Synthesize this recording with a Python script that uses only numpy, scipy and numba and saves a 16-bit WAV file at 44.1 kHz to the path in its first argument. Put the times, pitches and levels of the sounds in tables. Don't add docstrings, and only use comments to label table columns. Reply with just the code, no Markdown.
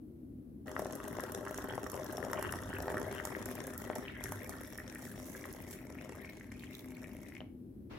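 import sys
import numpy as np
from scipy import signal
from scipy.fft import rfft, irfft
from scipy.io import wavfile
from scipy.ndimage import uniform_filter1d
from numba import njit

SR = 44100
rng = np.random.default_rng(int(sys.argv[2]) if len(sys.argv) > 2 else 0)


def store_pcm(level_fs):
    pcm = np.round(np.clip(level_fs, -1, 1) * 32767).astype(np.int16)
    wavfile.write(sys.argv[1], SR, np.atleast_2d(pcm).T)


N = 351918
TIME = np.arange(N) / SR

# (time [s], pitch [Hz], relative level [dB])
LOUD_PLOPS = [(0.765, 1260, -24), (0.794, 830, -25), (0.857, 710, -28.5), (1.076, 820, -35),
              (1.186, 742, -26), (1.199, 1200, -27.5), (1.283, 900, -33), (1.465, 1110, -28),
              (1.473, 1320, -29), (1.543, 1290, -33), (1.585, 930, -26.5), (1.779, 730, -26.5),
              (1.865, 1140, -26.5), (2.181, 740, -27.5), (2.332, 1230, -23.5), (2.377, 1100, -30),
              (2.426, 1200, -25), (2.449, 1220, -26), (2.526, 1350, -29.5), (2.538, 1050, -26),
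              (2.73, 1500, -32), (2.881, 794, -24), (2.943, 670, -23), (2.971, 1400, -26.5),
              (3.112, 690, -31.5), (3.2, 1420, -28.5), (3.252, 836, -29), (3.9, 654, -22.5),
              (4.321, 930, -26.5), (4.493, 1120, -38), (5.35, 1500, -36), (5.441, 2180, -32.5),
              (5.454, 1180, -33.5), (6.148, 1070, -42), (7.405, 700, -38), (7.415, 705, -39)]
# (time [s], brightest frequency [Hz], relative level [dB])
LOUD_SPATTERS = [(0.792, 11700, -38), (0.847, 6200, -41), (0.924, 9900, -38), (0.953, 10800, -33.5),
                 (1.08, 11200, -34), (1.205, 11400, -36), (1.32, 11100, -34), (1.348, 6000, -36.5),
                 (1.544, 8000, -36.5), (1.577, 8500, -34), (1.899, 8800, -35), (1.917, 11400, -34),
                 (2.044, 12800, -36.5), (2.125, 11700, -34.5), (2.17, 7200, -35), (2.332, 8450, -31.5),
                 (2.426, 9900, -31), (2.523, 10600, -30.5), (2.824, 11800, -36.5), (3.252, 11000, -25.5),
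                 (3.457, 11000, -32.5), (3.553, 12900, -34.5), (3.669, 11400, -33.5), (3.778, 14700, -29),
                 (3.954, 10600, -33.5), (4.239, 8800, -29.5), (4.321, 12100, -31), (4.463, 9040, -48),
                 (4.494, 10500, -30.5), (4.777, 11300, -35.5), (4.949, 10940, -38.5), (5.527, 14000, -37),
                 (5.622, 14300, -40)]
# (time [s], lowest resonance of the air above the water [Hz])
FILLING = [(0.65, 1484), (2.6, 1570), (3.4, 1847), (4.5, 1855), (5.5, 1980), (6.2, 2090), (7.4, 2175)]
# (frequency [Hz], gain [dB])
SPRAY_COLOUR = [(500, -8), (2000, -7.5), (3300, -4), (4000, -10), (5050, -12), (5500, -7.5), (7000, -8),
                (8200, -11), (9400, -11), (11300, -7), (16000, -13)]
# (frequency [Hz], gain [dB])
MUG_COLOUR = [(30, -34), (120, 6), (350, 1.5), (650, -0.5), (900, -3), (1400, -2), (1950, 7), (2400, -16),
              (3000, -2), (6000, 22)]


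def stream():
    start_s, rise_s, stop_s = .657, 0.008, 7.39
    plop_db, bubble_db, spray_db = pour_levels()
    lumps = arrivals(rate=135)

    gulps = bubbles(lumps, centre_hz=441.0, octaves=0.47, cycles=1.7, scatter_db=3.0, attack=0.24)
    plops = bubbles(lumps, centre_hz=1021, octaves=0.44, cycles=2.3, scatter_db=4.5, attack=0.38)
    churn = bubbles(arrivals(rate=300), centre_hz=1050, octaves=0.45, cycles=3.0, scatter_db=2.5, attack=0.6)
    water = undb(plop_db - 6.5) * gulps + undb(plop_db - 8.5) * plops + undb(plop_db - 11.0) * churn

    blows = bubbles(lumps, centre_hz=1920, octaves=0.39, cycles=1.23, scatter_db=8.5, attack=0.35)
    knocks = undb(bubble_db - 12.0) * steady(mug_air(blows))

    gurgle_hz = np.interp(TIME, *np.transpose(FILLING)) * 2 ** (0.11 * wander(rate=9) - 0.08)
    gurgle_level = undb(bubble_db - 12.5 + 4.1 * wander(rate=11))
    gurgle = gurgle_level * bubbles(arrivals(rate=260), centre_hz=gurgle_hz, octaves=0.19, cycles=6.0,
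                                    scatter_db=6.0, attack=0.35, glide=0.035)

    tiny = bubbles(arrivals(rate=220), centre_hz=3575, octaves=0.34, cycles=5.5, scatter_db=8.0, attack=0.4)
    droplets = undb(spray_db - 14.0) * tiny
    drops = undb(spray_db - 2.5) * spray(lumps, scatter_db=8.5)
    mist_level = undb(spray_db - 7.0 + 3.2 * wander(rate=19))
    mist = mist_level * unit(sprayed(crackle(rate=820, scatter_db=7, grain_s=0.00048)))

    flowing = np.clip((TIME - start_s) / rise_s, 0, 1) * (TIME < stop_s)
    return flowing * dips() * (colour(water, MUG_COLOUR) + gurgle + knocks + droplets + drops + mist)


def pour_levels():
    # (time [s], force [dB])
    pour_force = [(0.68, -0.5), (2.12, 0.5), (2.38, 4), (2.64, -2), (2.95, 6.5), (3.15, -0.5), (3.6, -1),
                  (3.8, -5.5), (3.94, 1), (4.4, -5.5), (4.52, -2.5), (4.66, -9), (5.42, -7), (5.85, -11.5),
                  (6.14, -6), (6.45, -16), (7.05, -11.5), (7.39, -17)]
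    force = np.interp(TIME, *np.transpose(pour_force))
    smooth = -14 * np.exp(-((TIME - 4.135) / 0.067) ** 2)
    foam_cushion = -4 * np.clip((TIME - 5.7) / 0.16, 0, 1)
    plop_db = -45.5 + 1.107 * force + smooth
    bubble_db = -48 + 0.56 * force
    spray_db = -57.5 + 0.31 * force + smooth + foam_cushion
    return plop_db, bubble_db, spray_db


def dips():
    lead_s, depth_db = 0.0062, -5
    dip = surges([(s - lead_s, lead_s, 0) for s, hz, db in [*LOUD_PLOPS, *LOUD_SPATTERS]])
    return undb(depth_db * np.minimum(dip, 1))


def arrivals(rate, biggest=1.7, count=2500):
    times = (np.arange(count) + 4 * rng.random(count)) / rate
    sizes = np.minimum(rng.standard_normal(count), biggest)
    return np.column_stack([times, sizes])


def bubbles(lumps, centre_hz, octaves, cycles, scatter_db, attack, glide=0.034):
    out = np.zeros((2, N))
    lumps = lumps[lumps[:, 0] < TIME[-1]]
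    centres = np.interp(lumps[:, 0], TIME, centre_hz + 0 * TIME)
    chance = rng.standard_normal((len(lumps), 5))
    for (s, size), centre, (pitch, length, phase, spot, lean) in zip(lumps, centres, chance):
        hz = centre * 2 ** (octaves * np.clip(pitch, -2, 2))
        gain = undb(scatter_db * size + lean * np.array([[1], [-1]]))
        phases = channel_phases(hz, phase, spot)
        add(out, s, gain * bubble(hz, cycles * np.exp(0.21 * length), phases, attack, glide))
    return steady(out)


def bubble(hz, cycles, phase, attack=0.3, glide=0.026):
    turns = np.arange(int(3 * cycles * SR / hz) + 2) * hz / SR
    rising_turns = turns * (1 + glide * turns / cycles)
    return swell(turns / cycles, attack) * np.sin(2 * np.pi * (phase + rising_turns))


def swell(u, attack):
    return 2 * (1 - np.exp(-(u / attack) ** 2)) * np.exp(-2 * u)


def channel_phases(hz, phase, spot, apart_hz=11000):
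    return phase + spot * hz / apart_hz * np.array([[.5], [-.5]])


def mug_air(x):
    # (multiple of the lowest, width [Hz], gain [dB])
    air_modes = [(1, 416, 3), (1.78, 333, -6)]
    hz = np.interp(TIME, *np.transpose(FILLING))
    return np.array([
        sum(undb(db) * sweep(channel, multiple * hz, float(width)) for multiple, width, db in air_modes)
        for channel in x])


@njit
def sweep(x, hz, width):
    y, band, low = np.empty(len(x)), 0., 0.
    for i in range(len(x)):
        g, k = np.tan(np.pi * hz[i] / SR), width / hz[i]
        v = (band + g * (x[i] + 1e-18 - low)) / (1 + g * (g + k))
        band, low, y[i] = 2 * v - band, low + 2 * g * v, k * v
    return y


def spray(lumps, scatter_db):
    out = np.zeros((2, N))
    lumps = lumps[lumps[:, 0] < TIME[-1]]
    chance = rng.standard_normal((len(lumps), 2))
    for (s, size), (pitch, luck) in zip(lumps, chance):
        gain = undb(scatter_db * min(.7 * size + .7 * luck, 1.4))
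        add(out, s - .003, gain * spatter(10000 * 2 ** (.45 * pitch), rise_s=.002, width_hz=5500))
    return steady(sprayed(out))


def spatter(hz, rise_s=0.001, width_hz=7000, side_db=-3):
    t = np.arange(SR // 100) / SR - .004
    envelope = np.exp(np.minimum(t / rise_s, -t / .0008))
    crackling = resonate(stereo_noise(side_db, size=len(t)), hz, width_hz)
    return envelope * unit(resonate(crackling, hz, 2 * width_hz))


def sprayed(x):
    x = colour(x, SPRAY_COLOUR)
    return x + undb(1.5) * resonate(x, hz=5520, width=360)


def crackle(rate, scatter_db, grain_s):
    sizes = undb(scatter_db * np.minimum(rng.standard_normal(N), 2))
    hits = (rng.random(N) < rate / SR) * sizes
    fade = np.exp(-2 / (grain_s * SR))
    power = signal.lfilter([1], [1, -fade], hits ** 2 + 1e-18)
    return unit(np.sqrt(power) * stereo_noise(-1.0))


def splashes(plop_db, slap_db, blip_db, spatter_db):
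    # (time [s], pitch [Hz], relative level [dB])
    ringing_bubbles = [(3.35, 1800, -28.5), (3.932, 1910, -34.5), (4.082, 2680, -31.5),
                       (4.167, 1910, -38.5), (4.257, 1880, -34), (4.785, 1770, -33), (4.801, 1860, -35),
                       (4.957, 1830, -36), (5.986, 2170, -42), (6.248, 2070, -39), (6.41, 1850, -39),
                       (6.518, 1940, -39), (6.636, 1930, -38), (7.043, 2260, -38.5), (7.322, 1960, -42.5),
                       (7.352, 2100, -40), (7.367, 2230, -38), (7.405, 2880, -40.5)]
    plop_ring_s = 0.0016
    plops, slaps, blips, spatters = np.zeros((4, 2, N))
    for (s, hz, db), (phase, spot) in zip(LOUD_PLOPS, rng.random((len(LOUD_PLOPS), 2))):
        phases = channel_phases(hz, phase, 2 * spot - 1)
        add(plops, s, undb(db + plop_db) * bubble(hz, hz * plop_ring_s, phases))
        add(slaps, s, undb(db + slap_db) * bubble(1640, 0.99, phases[::-1]))
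    for (s, hz, db), (phase, spot) in zip(ringing_bubbles, rng.random((len(ringing_bubbles), 2))):
        phases = channel_phases(hz, phase, 2 * spot - 1)
        add(blips, s, undb(db + blip_db) * bubble(hz, 5.1, phases, attack=0.14, glide=0.017))
    for s, hz, db in LOUD_SPATTERS:
        add(spatters, s - .003, undb(db + spatter_db) * spatter(hz))
    return colour(plops, MUG_COLOUR) + mug_air(slaps) + blips + sprayed(spatters)


def swarms():
    # (time [s], pitch [Hz], relative level [dB])
    bubble_swarms = [(1.7, 3170, -57.5), (2.385, 2750, -56.5), (2.47, 2670, -55), (2.745, 2710, -56),
                     (3.18, 2690, -58), (4.08, 3140, -61), (4.18, 3000, -62.5)]
    spread_s, knock_db = 0.037, 7
    times, pitches, _ = np.transpose(bubble_swarms)
    lumps = arrivals(rate=125)
    beads = bubbles(lumps, centre_hz=np.interp(TIME, times, pitches), octaves=0.094, cycles=10.6,
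                    scatter_db=5.0, attack=0.16, glide=0.03)
    blows = bubbles(lumps, centre_hz=1710, octaves=0.33, cycles=2.3, scatter_db=2, attack=0.26)
    knocks = steady(mug_air(blows))
    return surges([(s, spread_s, db) for s, hz, db in bubble_swarms]) * (beads + undb(knock_db) * knocks)


def foam():
    # (time [s], spread [s], relative level [dB])
    froth = [(4.27, 0.051, -58.5), (5.06, 0.051, -56), (5.32, 0.12, -57), (5.72, 0.037, -52.5)]
    # (frequency [Hz], gain [dB])
    fizz_colour = [(3000, -10), (7200, 2.5)]
    # (frequency [Hz], gain [dB])
    pop_colour = [(2900, -12), (3550, 5), (4800, -6), (9000, -13), (13000, -6)]
    fine_spray = unit(colour(crackle(rate=700, scatter_db=5.5, grain_s=0.0012), SPRAY_COLOUR))
    fizz = colour(fine_spray, fizz_colour)
    pops = unit(colour(crackle(rate=100, scatter_db=23.0, grain_s=0.0011), pop_colour))
    return surges(froth) * fizz + surges([(6.65, 0.47, -66.5)]) * pops


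def kitchen(x, early_db, early_s, tail_db, boom_db):
    # (frequency [Hz], width [Hz], relative level [dB])
    room_booms = [(392.7, 15.3, 8), (514, 10, 3), (611.3, 19, 5.5)]
    low_t60_s, high_t60_s = .44, .36
    t = TIME[:SR // 2]
    low_pass = signal.butter(2, 900, fs=SR, output="sos")
    low = signal.sosfilt(low_pass, stereo_noise(-6.5, size=len(t)))
    high = colour(stereo_noise(-1, size=len(t)), [(500, -20), (1200, 0)])
    tail = low * undb(-60 * t / low_t60_s) + high * undb(-60 * t / high_t60_s)
    room = signal.fftconvolve(x, unit(tail) / np.sqrt(len(t)), axes=1)[:, :N]
    booms = sum(undb(db + boom_db) * resonate(x, hz, width) for hz, width, db in room_booms)
    return x + undb(early_db) * scatter(x, early_s, rate=18) + undb(tail_db) * room + booms


def scatter(x, decay_s, rate, count=6):
    t = TIME[:SR // 50]
    spots = np.array([wander(rate) for _ in range(count)])
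    spots /= np.linalg.norm(spots, axis=0)
    out = 0
    for share in spots:
        echo = unit(stereo_noise(-0.51, size=len(t)) * np.exp(-t / decay_s)) / np.sqrt(len(t))
        out = out + signal.oaconvolve(x * share, echo, axes=1)[:, :N]
    return out


def low_swell(db):
    deep = [(28, -26), (48, 1.0), (100, 7.5), (200, -10.5), (2000, -100.0)]  # (Hz, dB)
    rumble = unit(colour(stereo_noise(-22.0), deep))
    return rumble * undb(db) * surges([(2.74, 2.54, -6.5), (2.85, 0.36, -3), (4.3, 0.12, -2)])


def rush(start_s, db):
    dull = [(600, 2.5), (1050, -3), (1700, -4.0), (5200, -19), (8000, -32.0)]  # (Hz, dB)
    noise = unit(colour(stereo_noise(0), dull))
    at_end = undb(db) * np.clip((TIME - start_s) / 0.018, 0, 1)
    return noise * (surges([(4.112, 0.027, -56)]) + at_end)


def hum(drone_hz, drone_width_hz, drone_db):
    # (frequency [Hz], relative level [dB per Hz])
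    background = [(24, -37), (47, -3.5), (80, -2), (125, -2.5), (160, -6.5), (215, -2), (320, -3),
                  (420, -14.5), (600, -26), (900, -40.5), (2500, -52.5), (7000, -58.5), (11500, -46.5),
                  (16000, -52)]
    mid, side = rng.standard_normal((2, N))
    side = colour(side, [(60, -14.0), (130, -23.5), (300, -9), (1500, 3.5), (8000, 0.0)])
    rumble = unit(colour(mid + side * np.array([[1], [-1]]), background))
    drone = resonate(stereo_noise(-13.0), drone_hz, drone_width_hz)
    drone = unit(resonate(drone, drone_hz, drone_width_hz))
    return undb(-50.5) * (undb(-.5) * rumble + undb(drone_db) * drone)


def surges(rows):
    return sum(undb(db) * np.exp(-((TIME - s) / spread) ** 2) for s, spread, db in rows)


def wander(rate, count=400):
    return np.interp(TIME * rate, np.arange(count), rng.standard_normal(count))


def steady(x, size=6500):
    power = uniform_filter1d(np.mean(np.atleast_2d(x) ** 2, axis=0), size)
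    return x / np.sqrt(uniform_filter1d(power, size // 2) + np.mean(power) / 100)


def stereo_noise(side_db, size=N):
    mid, side = rng.standard_normal((2, size))
    return unit(mid + undb(side_db) * side * np.array([[1], [-1]]))


def resonate(x, hz, width):
    hz = min(hz, .45 * SR)
    return signal.lfilter(*signal.iirpeak(hz, hz / min(width, SR / 4), fs=SR), x)


def colour(x, points):
    hz, db = np.transpose(points)
    f = np.maximum(np.fft.rfftfreq(x.shape[-1], 1 / SR), 1)
    gain = undb(np.interp(np.log(f), np.log(hz), db))
    return irfft(rfft(x) * gain, x.shape[-1])


def add(out, at_s, sound):
    i = int(np.clip(at_s * SR, 0, N - 1))
    out[..., i:i + sound.shape[-1]] += sound[..., :N - i]


def unit(x):
    return x / np.sqrt(np.mean(x ** 2))


def undb(db):
    return 10 ** (np.asarray(db) / 20)


def scene():
    pour = stream() + swarms() + foam()
    pour = pour + splashes(plop_db=2.5, slap_db=-1.0, blip_db=-1.5, spatter_db=5.5)
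    water = kitchen(pour, early_db=-5.5, early_s=0.0028, tail_db=-6.0, boom_db=2.5)
    background = hum(drone_hz=251.1, drone_width_hz=14.3, drone_db=-6.0)
    left, right = water + background + low_swell(db=-50.0) + rush(start_s=7.895, db=-51)
    # (Hz, dB up on the left, down on the right)
    lean = [(100, -0.5), (200, 2.0), (1200, 0.47), (2400, 1.6), (8000, -0.23)]
    return np.array([colour(left, lean), colour(right, [(hz, -db) for hz, db in lean])])


def record(dry):
    return signal.sosfilt(signal.ellip(10, .2, 75, 16200, fs=SR, output="sos"), dry)


dry = scene()
out = record(dry)
store_pcm(out)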